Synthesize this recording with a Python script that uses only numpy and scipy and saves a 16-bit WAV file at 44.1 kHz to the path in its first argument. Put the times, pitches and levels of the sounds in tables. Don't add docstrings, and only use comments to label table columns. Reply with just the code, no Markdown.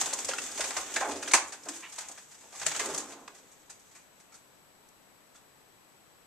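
import sys
import numpy as np
from scipy import signal
from scipy.fft import rfft, irfft, next_fast_len
from scipy.io import wavfile
from scipy.ndimage import uniform_filter1d

SR = 44100
rng = np.random.default_rng(int(sys.argv[2]) if len(sys.argv) > 2 else 0)


def bounce(signal):
    frames = np.transpose(np.atleast_2d(signal))
    limited = np.clip(frames, -1, 1)
    pcm = np.round(limited * 32767).astype(np.int16)
    wavfile.write(sys.argv[1], SR, pcm)


def magnitude_from_level(level_db):
    exponent = np.asarray(level_db, float) / 20
    return 10 ** exponent


N = 276066
CRACKLE_DB = 1.5
SIDES = np.array([[1], [-1]])


def colour(x, points):
    hz, db = np.transpose(points)
    size = next_fast_len(x.shape[-1])
    f = np.fft.rfftfreq(size, 1 / SR)
    gain = magnitude_from_level(np.interp(np.log(f + 1), np.log(hz), db))
    return irfft(rfft(x, size) * gain, size)[..., :x.shape[-1]]


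def unit(x):
    return x / np.sqrt(np.mean(x ** 2))


def band(x, lo_hz, hi_hz):
    return signal.sosfilt(signal.butter(2, [lo_hz, hi_hz], "bandpass", fs=SR, output="sos"), x)


def walk(rate):
    k = int(SR / rate)
    held = np.repeat(rng.standard_normal(N // k + 1), k)
    return uniform_filter1d(held, k)[:N]


def crackle(count, spread_db):
    size_db = spread_db * np.minimum(rng.exponential(size=count), 3.0)
    return unit(rng.standard_normal(count) * magnitude_from_level(size_db))


def wide(count, spread_db):
    unlike = .7
    return crackle(count, spread_db) + unlike * crackle(count, spread_db) * SIDES


def add(out, s, x):
    i = int(s * SR)
    out[..., i:i + x.shape[-1]] += x[..., :N - i]


def hiss():
    # f/Hz, level per Hz/dB
    hiss_colour = [(55, -7.5), (180, -2), (450, -4), (900, -3.5), (1700, -7.5), (4000, -12.5), (9000, -17),
                   (14200, -18)]
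    # f/Hz, difference/dB
    balance = [(60, -1), (400, 5), (2300, 5), (5000, 1.2), (14000, 0.5)]
    noise = rng.standard_normal((2, N)) + 0.59 * band(rng.standard_normal(N), 80, 960)
    noise = magnitude_from_level(-60.5) * unit(colour(noise, hiss_colour))
    left = colour(noise[0], [(hz, db / 2) for hz, db in balance])
    right = colour(noise[1], [(hz, -db / 2) for hz, db in balance])
    return np.array([left, right])


def whine():
    tone_hz = [3935, 6681, 7000, 7752, 7854, 7881, 8000, 9000, 11806]
    # left level/dB, right level/dB, width/Hz
    tones = [(-85, -84, 3), (-100, -88, 40), (-92, -83, 4), (-80, -91, 6), (-74, -81, 5), (-73, -81, 5),
             (-72, -85, .6), (-94, -103, 3), (-78, -78, 1.5)]
    out, t = 0, np.arange(N) / SR
    for hz, (left_db, right_db, width) in zip(tone_hz, tones):
        drift = np.cumsum(rng.standard_normal(N)) * np.sqrt(2 * np.pi * abs(width) / SR)
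        level = 2 ** .5 * magnitude_from_level(np.array([[left_db], [right_db]]))
        out = out + level * np.sin(2 * np.pi * hz * t + drift)
    return out


def flutter():
    # t/s, effort/dB, weight on the tray/dB
    moves = [(0.0, -35, -13), (.17, -41, -4), (.86, -40.5, -8), (1.02, -39, -4), (1.15, -48, 2),
             (1.25, -44, 0), (1.36, -46, 0), (1.58, -57, 2), (1.74, -45, -18), (1.87, -57, -10),
             (2.0, -48, -16), (2.26, -59, -14), (2.53, -57, -8), (2.68, -39, -12), (2.9, -41, -4),
             (3.25, -60, 6), (3.93, -67, -12), (4.6, -76, -12)]
    # f/Hz, level per Hz/dB
    rustle = [(30, -20), (85, -9), (2000, -5), (3500, -3), (5000, -6), (7500, -1.5), (10000, -6),
              (14000, 1)]
    # f/Hz, level per Hz/dB
    rattle = [(400, -33), (800, -1.5), (1300, 0), (2200, -1.5), (3500, -6), (6000, -37)]
    # f/Hz, level per Hz/dB
    rumble = [(45, -30), (82, -10), (175, -21), (235, -1), (420, 2), (700, -2.5), (1200, -33.5)]
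    # offset/dB, share of the weight that the layer follows
    layers = [
        (3.5, -.2),
        (-3.5, -.1),
        (1, .9),
    ]
    flickers = (2.5, 2.0, 1.0)
    s, effort, weight = np.transpose(moves)
    sources = (wide(N, 2.9), crackle(N, 6.6), crackle(N, 1.26))
    out, t = 0, np.arange(N) / SR
    for (offset_db, share), slips, points, flicker_db in zip(layers, sources, (rustle, rattle, rumble), flickers):
        db = np.interp(t, s, effort + offset_db + share * weight, right=-120)
        db = db + flicker_db * (walk(35) + 0.43 * walk(160))
        out = out + magnitude_from_level(db - 8.0) * unit(colour(slips, points))
    return out


def puffs():
    # t/s, peak level/dB, f/Hz, length/s
    beats = [(.0, -58, 140, .08), (.22, -58, 85, .1), (.75, -59, 78, .1), (1.06, -57, 85, .18),
             (2.59, -60, 160, .07), (2.64, -53, 150, .08), (2.9, -54, 160, .08), (.57, -60, 62, .12),
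             (.97, -63, 62, .1), (2.58, -61, 68, .13), (1.33, -60, 80, .12), (2.84, -60, 75, .1)]
    out, t = np.zeros(N), np.arange(SR // 3) / SR
    for s, db, hz, length in beats:
        swell = np.sin(np.pi * np.minimum(t / length, 1)) ** 2
        add(out, s, magnitude_from_level(db) * swell * np.sin(2 * np.pi * hz * t))
    return out


def scratches():
    # t/s, peak level/dB, share in the bars/dB, time to fade by 60 dB/s
    first_bout = [(.012, -17, -10, .05), (.0598, -23, -8, .05), (.1276, -27, -6.5, .056),
                  (.1345, -18, -26, .04), (.188, -24.5, -9.5, .039), (.203, -29, -24, .036),
                  (.246, -22.5, -14.5, .05), (.2862, -21.5, -7, .1), (.3144, -33.5, -3, .049),
                  (.3344, -29, -6.5, .059), (.3848, -26.5, -1, .034), (.4175, -28.5, -10, .04),
                  (.437, -31, -10, .03), (.515, -32, -16, .08), (.5536, -33.5, -8, .039),
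                  (.5755, -27, -7, .088), (.6053, -21, -5.5, .1), (.639, -25, -4, .079),
                  (.6563, -35, -21, .065), (.7049, -28.5, -4, .049), (.766, -21, -5, .08),
                  (.94, -26.5, -15, .05), (.9612, -22.5, -1.5, .057), (1.0043, -27, -3, .077),
                  (1.0876, -33, -9, .082), (1.1096, -30.5, -5, .14), (1.1551, -34, -6.5, .18),
                  (1.2257, -29, -4.5, .073), (1.278, -27, -5, .08)]
    # t/s, peak level/dB, share in the bars/dB, fade time/s
    crash = [(1.3128, -26, -5, .06), (1.3167, -23, -14, .03), (1.3353, -7, -7, .13),
             (1.4735, -36, -23, .13), (1.5215, -32, -5, .12), (1.635, -44, -17, .065),
             (1.6535, -39, -11, .035), (1.6853, -26, -10, .056), (1.7595, -36, -13, .1),
             (1.8, -39, -16, .12), (1.8946, -43.5, -16, .048), (1.922, -35.5, -10, .065),
             (1.958, -36, -26, .059), (1.935, -39, -16, .05), (1.9839, -26, -9, .07), (2.005, -34, -10, .1),
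             (2.0849, -32.5, -17, .05), (2.1131, -36.5, -15, .059), (2.1748, -41.5, -3.5, .12),
             (2.221, -46, -25, .05), (2.3095, -44.5, -9, .15), (2.3437, -44, -9, .08),
             (2.405, -46, -10, .15)]
    # t/s, peak level/dB, share in the bars/dB, fade time/s
    last_bout = [(2.5228, -42.5, -6, .2), (2.5496, -37, -9, .19), (2.597, -34, -9, .04),
                 (2.6131, -31, -3, .1), (2.628, -35, 0, .05), (2.6643, -15, -7, .045),
                 (2.682, -27, -6, .05), (2.7147, -27.5, -2, .049), (2.7463, -33, .5, .058),
                 (2.7614, -25.5, -5.5, .06), (2.7939, -22.5, -3, .11), (2.8577, -24, -13, .033),
                 (2.8978, -32.5, -6.5, .11), (2.937, -30, -18, .03), (2.9445, -23, -13, .05),
                 (2.96, -30, -15, .04), (2.9778, -21.5, -16, .06), (2.995, -30, -12, .1),
                 (3.0783, -45, -11, .14), (3.1, -42, -4, .1), (3.1188, -40, -4, .096)]
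    # t/s, peak level/dB, share in the bars/dB, fade time/s
    settling = [(3.2779, -41, 4.5, .02), (3.344, -46.5, -6.5, .14), (3.379, -47.5, -9, .098),
                (3.5129, -48, -16, .15), (3.6975, -35.5, -12, .09), (3.792, -47, -19, .079),
                (3.9097, -51.5, -5.5, .092), (3.9486, -44.5, -14, .2), (4.1979, -48, -10, .085),
                (4.3203, -50, -9, .098), (4.3408, -42.5, -14, .14), (4.8878, -46.5, -22, .012),
                (5.344, -52, -8, .059), (5.3526, -49, -11, .14)]
    claw, bars, t = np.zeros(N), np.zeros(N), np.arange(SR // 5) / SR
    for s, db, bars_db, t60 in first_bout + crash + last_bout + settling:
        rise = max(.0006 - .000075 * db, 1e-4)
        shape = (1 - np.exp(-t / rise)) ** 2 * magnitude_from_level(-60 * t / max(t60, .005))
        power = (magnitude_from_level(db - 16.8) * shape / shape.max()) ** 2
        add(claw, s - .0015, power)
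        add(bars, s - .0015, power * magnitude_from_level(bars_db + 9.8) ** 2)
    slips = wide(N, CRACKLE_DB)
    bright = unit(band(band(slips, 5800, 12000), 4200, 19000))
    wires = magnitude_from_level(-4.0) * unit(band(wide(N, CRACKLE_DB), 3300, 5600))
    bar_slips = slips[0] + .55 * (slips - slips[0])
    dull = unit(band(band(bar_slips, 590, 2700), 300, 3300))
    return np.sqrt(claw) * bright + (claw * bars) ** .25 * wires + np.sqrt(bars) * dull


def taps():
    # t/s, peak level/dB, f/Hz, time to fade by
    # 60 dB/s
    hard_taps = [(3.2786, -37, 3000, .006), (3.2812, -35, 1150, .013), (3.2932, -45, 1100, .012),
                 (3.3055, -46, 1050, .012), (1.0125, -27, 1500, .012), (1.0215, -24, 1000, .012),
                 (1.0315, -26, 900, .012), (1.066, -31, 900, .012), (1.0905, -29, 900, .01),
                 (.965, -25, 2050, .03), (.3845, -31, 2700, .04), (.9405, -37, 6800, .008),
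                 (1.2265, -44, 6000, .008), (2.0855, -44, 7300, .008), (2.598, -45, 6500, .008),
                 (2.978, -35, 6800, .01), (2.9, -31, 700, .012), (2.951, -34, 1200, .02),
                 (1.961, -52, 6900, .01), (2.1145, -47, 7000, .006), (2.666, -30, 650, .06),
                 (2.666, -29, 7600, .02), (1.34, -24, 1240, .04), (1.3395, -17, 980, .05),
                 (.0135, -30, 7000, .012), (.059, -33, 6800, .006), (.2475, -34, 7000, .008),
                 (.2035, -38, 7500, .008), (5.354, -60, 1420, .06), (4.342, -57, 1400, .07),
                 (4.8878, -63, 6000, .008), (4.344, -58, 4450, .05), (4.353, -58, 7900, .02),
                 (.3365, -30, 3100, .012)]
    # t/s, peak level/dB, f/Hz
    pricks = [(0.0144, -24, 4050), (0.0588, -25, 3640), (0.1336, -25, 4270), (0.1875, -34, 2830),
              (0.2478, -31, 5150), (0.2848, -29, 5420), (0.3157, -31, 2740), (0.3346, -30, 3080),
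              (0.384, -28, 2640), (0.5162, -36, 5200), (0.5756, -32, 2510), (0.6055, -29, 2750),
              (0.61, -27, 3700), (0.6404, -31, 3160), (0.7078, -30, 3730), (0.7647, -30, 3290),
              (0.9428, -30, 3140), (0.9607, -28, 3940), (1.0056, -32, 2630), (1.1199, -32, 3250),
              (1.2246, -33, 2900), (1.262, -32, 3120), (1.278, -28, 3220), (1.3124, -17, 4100),
              (1.3369, -15, 4770), (1.5219, -40, 3860), (1.6357, -41, 5330), (1.6871, -34, 2820),
              (1.8397, -42, 2900), (1.919, -45, 5260), (1.9824, -37, 3930), (1.9889, -34, 5070),
              (2.5257, -47, 3140), (2.5975, -38, 3630), (2.6155, -34, 2570), (2.6643, -20, 2940),
              (2.7087, -31, 3480), (2.7142, -28, 2680), (2.7482, -33, 2930), (2.794, -28, 3240),
              (2.8973, -38, 4640), (2.9437, -33, 3140), (2.9781, -33, 4190), (3.1118, -43, 2680)]
    top_db, prick_db, prick_t60 = -25, -4, .008
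    contacts = hard_taps + [(s, min(db, top_db) + prick_db, hz, prick_t60) for s, db, hz in pricks]
    out, t = np.zeros(N), np.arange(SR // 20) / SR
    for s, db, hz, t60 in contacts:
        add(out, s, magnitude_from_level(db - 60 * t / max(t60, .003)) * np.sin(2 * np.pi * hz * t))
    return band(out, 350, 15000)


def strike(hz, size, t60, contact):
    t = np.arange(int(SR * t60.max() * .6)) / SR
    touch = np.arange(SR // 8) / SR / max(contact, 2e-4)
    fade = magnitude_from_level(-60 * t / np.maximum(t60, .005))
    ring = np.sum(size * np.sin(2 * np.pi * hz * t) * fade, axis=0)
    chatter = crackle(len(touch), 3.92) * touch * np.exp(-touch)
    sound = signal.fftconvolve(ring, chatter)
    return sound / abs(sound).max()


def thuds():
    # t/s, peak level/dB, centre f/Hz, time to fade by 60 dB/s
    body_blows = [(.014, -23.5, 1110, .04), (.065, -29, 1083, .048), (.131, -25, 1050, .05),
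                  (.189, -39, 700, .07), (.292, -29.5, 588, .11), (.595, -25, 570, .087),
                  (.644, -32, 764, .12), (.707, -27, 1360, .047), (.77, -25, 770, .098),
                  (.961, -20.5, 1760, .058), (1.089, -28, 620, .2), (1.338, -15, 1900, .04),
                  (1.342, -15, 1250, .05), (1.529, -45, 1040, .086), (1.665, -29, 700, .12),
                  (1.754, -37, 320, .24), (1.98, -42, 973, .16), (2.094, -35, 760, .071),
                  (2.432, -43, 880, .14), (2.524, -39, 832, .36), (2.618, -37, 1670, .098),
                  (2.663, -26, 1830, .041), (2.719, -40, 1840, .13), (2.77, -31, 650, .083),
                  (2.799, -25, 1600, .1), (2.897, -26, 620, .062), (2.95, -32, 571, .11),
                  (3.119, -36, 458, .088), (3.17, -40, 1200, .067), (3.951, -44.5, 1744, .077)]
    # t/s, peak level/dB, centre f/Hz, fade time/s, contact/s
    slides = [
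        (.965, -26, 560, .09, .008),
        (1.66, -33, 800, .09, .006),
        (1.822, -34, 2200, .05, .02),
    ]
    # t/s, peak level/dB, centre f/Hz, fade time/s, contact/s
    panels = [(1.338, -18, 323, .25, .004), (1.672, -31.5, 328, .26, .021), (1.825, -44, 996, .1, .016),
              (1.825, -45, 1320, .1, .016), (1.822, -41, 1920, .06, .016), (1.825, -37, 2310, .07, .015),
              (1.825, -43, 2710, .07, .016), (1.825, -42, 2900, .07, .016), (1.012, -31, 850, .15, .012),
              (1.03, -30, 460, .2, .014), (2.808, -23, 420, .2, .01), (2.87, -27, 430, .2, .018),
              (1.086, -28, 850, .13, .012), (1.338, -18, 980, .06, .005), (1.337, -16, 2120, .04, .003),
              (2.8, -27, 2200, .05, .005), (2.8, -28, 1190, .06, .005), (3.94, -49, 2420, .06, .018),
              (4.322, -50, 2200, .06, .004), (4.322, -55, 1350, .06, .004), (4.342, -49, 1357, .07, .005),
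              (4.342, -53, 4450, .04, .004), (5.345, -54, 1427, .05, .012), (5.354, -54, 3480, .04, .006)]
    blows = [(*row, .007, .6) for row in body_blows]
    blows += [(*row, .42) for row in slides]
    blows += [(*row, 50 / row[2]) for row in panels]
    out = np.zeros(N)
    for s, db, hz, t60, contact, spread in blows:
        place = np.linspace(-2, 2, num=21)[:, None] + .05 * rng.standard_normal((21, 1))
        ratio = 2 ** (spread * place)
        centre_db = 4 * (abs(place) < .08)
        size = magnitude_from_level(-4.0 * place ** 2 + centre_db)
        sound = strike(hz * ratio, size, t60 / ratio ** .6, contact)
        add(out, s - .002, magnitude_from_level(db - 6.5) * sound)
    return band(band(out, 330, 9000), 180, 12000)


def snaps():
    # t/s, peak level/dB, time to fade by 60 dB/s
    feather_snaps = [(.0598, -41, .03), (.1361, -37, .03), (.1875, -41, .03), (.2892, -39, .03),
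                     (.5756, -39, .03), (.607, -40, .03), (1.0869, -46, .03), (1.3384, -33, .11),
                     (1.9839, -43, .03), (2.6655, -28, .05), (2.6855, -36, .04), (2.7677, -37, .04),
                     (2.7955, -37, .05), (2.856, -30, .04), (2.9279, -36, .03), (2.9455, -33, .05),
                     (2.9785, -35, .05)]
    power, t = np.zeros(N), np.arange(SR // 10) / SR
    rise = 1 - np.exp(-t / .0012)
    for s, db, t60 in feather_snaps:
        fade = magnitude_from_level(db - 6.0 - 60 * t / max(t60, .005))
        add(power, s - .002, (fade * rise) ** 2)
    return np.sqrt(power) * unit(band(band(wide(N, CRACKLE_DB), 10000, 19000), 9000, 19000))


def ticks():
    # t/s, peak level/dB, low tone f/Hz, high tone f/Hz
    bar_ticks = [(.065, -30, 1080, 3600), (.291, -16.5, 536, 3170), (.314, -24, 1640, 2750),
                 (.336, -20.5, 1410, 3080), (.383, -27.5, 1460, 2580), (.596, -19.5, 623, 2540),
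                 (.609, -26, 1420, 3700), (.769, -21, 750, 2450), (.963, -19, 1650, 2350),
                 (1.119, -35, 726, 3230), (1.226, -33, 1650, 3560), (1.277, -26, 1640, 3300),
                 (1.313, -28, 2180, 2910), (1.337, -9, 2140, 2450), (1.983, -32, 990, 2580),
                 (2.178, -39.5, 1615, 2490), (2.551, -36, 1100, 2950), (2.664, -34, 1860, 3020),
                 (2.751, -28, 1280, 2930), (2.8, -37, 2140, 2410), (3.281, -40, 980, 1400),
                 (3.697, -46, 1730, 2900), (4.323, -50, 1350, 4380), (4.342, -45, 1357, 4430),
                 (5.354, -55, 1400, 3480)]
    out, t = np.zeros(N), np.arange(SR // 8) / SR
    for s, db, low_hz, high_hz in bar_ticks:
        start = 2 * np.pi * rng.random(2)
        high_db = -3 - 5.5 * np.log2(high_hz / low_hz)
        low = np.sin(2 * np.pi * low_hz * t + start[0])
        high = magnitude_from_level(high_db) * np.sin(2 * np.pi * high_hz * t + start[1])
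        ring = (low + high) * (1 - np.exp(-t / 0.00093)) * magnitude_from_level(-60 * t / .032)
        click = magnitude_from_level(-5.5) * rng.standard_normal(len(t)) * np.exp(-t / 0.00092)
        add(out, s - .001, magnitude_from_level(db - 3.5) * (ring + click))
    return band(out, 500, 6500)


def sweeps():
    # t/s, level/dB, centre f/Hz, time to fade by 60 dB/s, swell/s
    drags = [
        (1.004, -34.5, 800, .42, .006),
        (1.005, -40, 1500, .35, .004),
        (1.05, -40, 420, .7, .02),
        (2.81, -45, 400, 1.1, .02),
        (2.8, -46, 1200, 1.1, .008),
        (1.342, -34, 1100, .15, .004),
    ]
    octaves, darkening = .55, .7
    out, t = np.zeros(N), np.arange(SR // 2) / SR
    for s, db, hz, t60, swell in drags:
        sound = 0
        rise = (1 - np.exp(-t / max(swell, 1e-3))) ** 2
        for place in np.linspace(-2, 2, num=9):
            ratio = 2 ** (octaves * place)
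            fade = rise * magnitude_from_level(-60 * t * ratio ** darkening / t60)
            hiss_band = unit(band(crackle(len(t), 2.0), hz * ratio / 1.12, hz * ratio * 1.12))
            sound = sound + magnitude_from_level(db - 4.0 * place ** 2) * fade * hiss_band
        add(out, s, sound)
    return band(out, 230, 9000)


def room():
    # f/Hz, time to fade by 60 dB/s, level/dB
    echo = [(200, 0.32, -3), (800, 0.41, 0), (2500, 0.34, -3.5), (7000, 0.25, -1), (14000, 0.45, -34.5)]
    hz_points, t60s, dbs = np.transpose(echo)
    t, tail = np.arange(SR // 2) / SR, 0
    for hz in 60 * 2 ** np.arange(0, 8.1):
        mid, side = band(rng.standard_normal((2, len(t))), hz / 2 ** .5, min(hz * 2 ** .5, 20000))
        t60 = np.interp(np.log(hz), np.log(hz_points), t60s)
        db = np.interp(np.log(hz), np.log(hz_points), dbs)
        fade = magnitude_from_level(-60 * t / t60) * (1 - np.exp(-t / 0.0005))
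        fade = fade / np.sqrt(np.sum(fade ** 2))
        tail = tail + magnitude_from_level(db - 4.5) * fade * (mid + np.tanh(hz / 2500) * side * SIDES)
    return tail


def scene():
    tick = ticks() + taps()
    cage = sweeps() + scratches() + snaps() + thuds() + puffs() + flutter()
    to_walls = cage.mean(axis=0, keepdims=True) + magnitude_from_level(-7.5) * tick
    wet = signal.fftconvolve(to_walls, room(), axes=1)[:, :N]
    f = np.fft.rfftfreq(N, 1 / SR)
    left_lag = np.exp(-2j * np.pi * f * .00003)
    left = irfft(rfft(cage[0] + tick) * left_lag, N)
    return np.array([left, cage[1] + tick]) + wet


def cavity(hz, width):
    f = np.fft.rfftfreq(N, 1 / SR)
    return 1 / (1 - (f / hz) ** 2 + 1j * f * width / hz ** 2)


def top_cut(x):
    return signal.sosfilt(signal.butter(12, 14550, fs=SR, output="sos"), x)


def record(dry):
    # resonance f/Hz, width/Hz, gain/dB
    port_table = [
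        (7850, 1500, -.8),
        (6580, 900, .5),
    ]
    ports = []
    for (hz, width, db), duct_hz in zip(port_table, (19000, 6600)):
        ports.append(magnitude_from_level(db) * cavity(hz, width) * cavity(duct_hz, 1.4 * duct_hz))
    x = irfft(rfft(dry) * np.array(ports), N) + hiss() + whine()
    x = signal.sosfilt(signal.ellip(12, .2, 50, 14200, fs=SR, output="sos"), x)
    return top_cut(x)


dry = scene()
out = record(dry)
bounce(out)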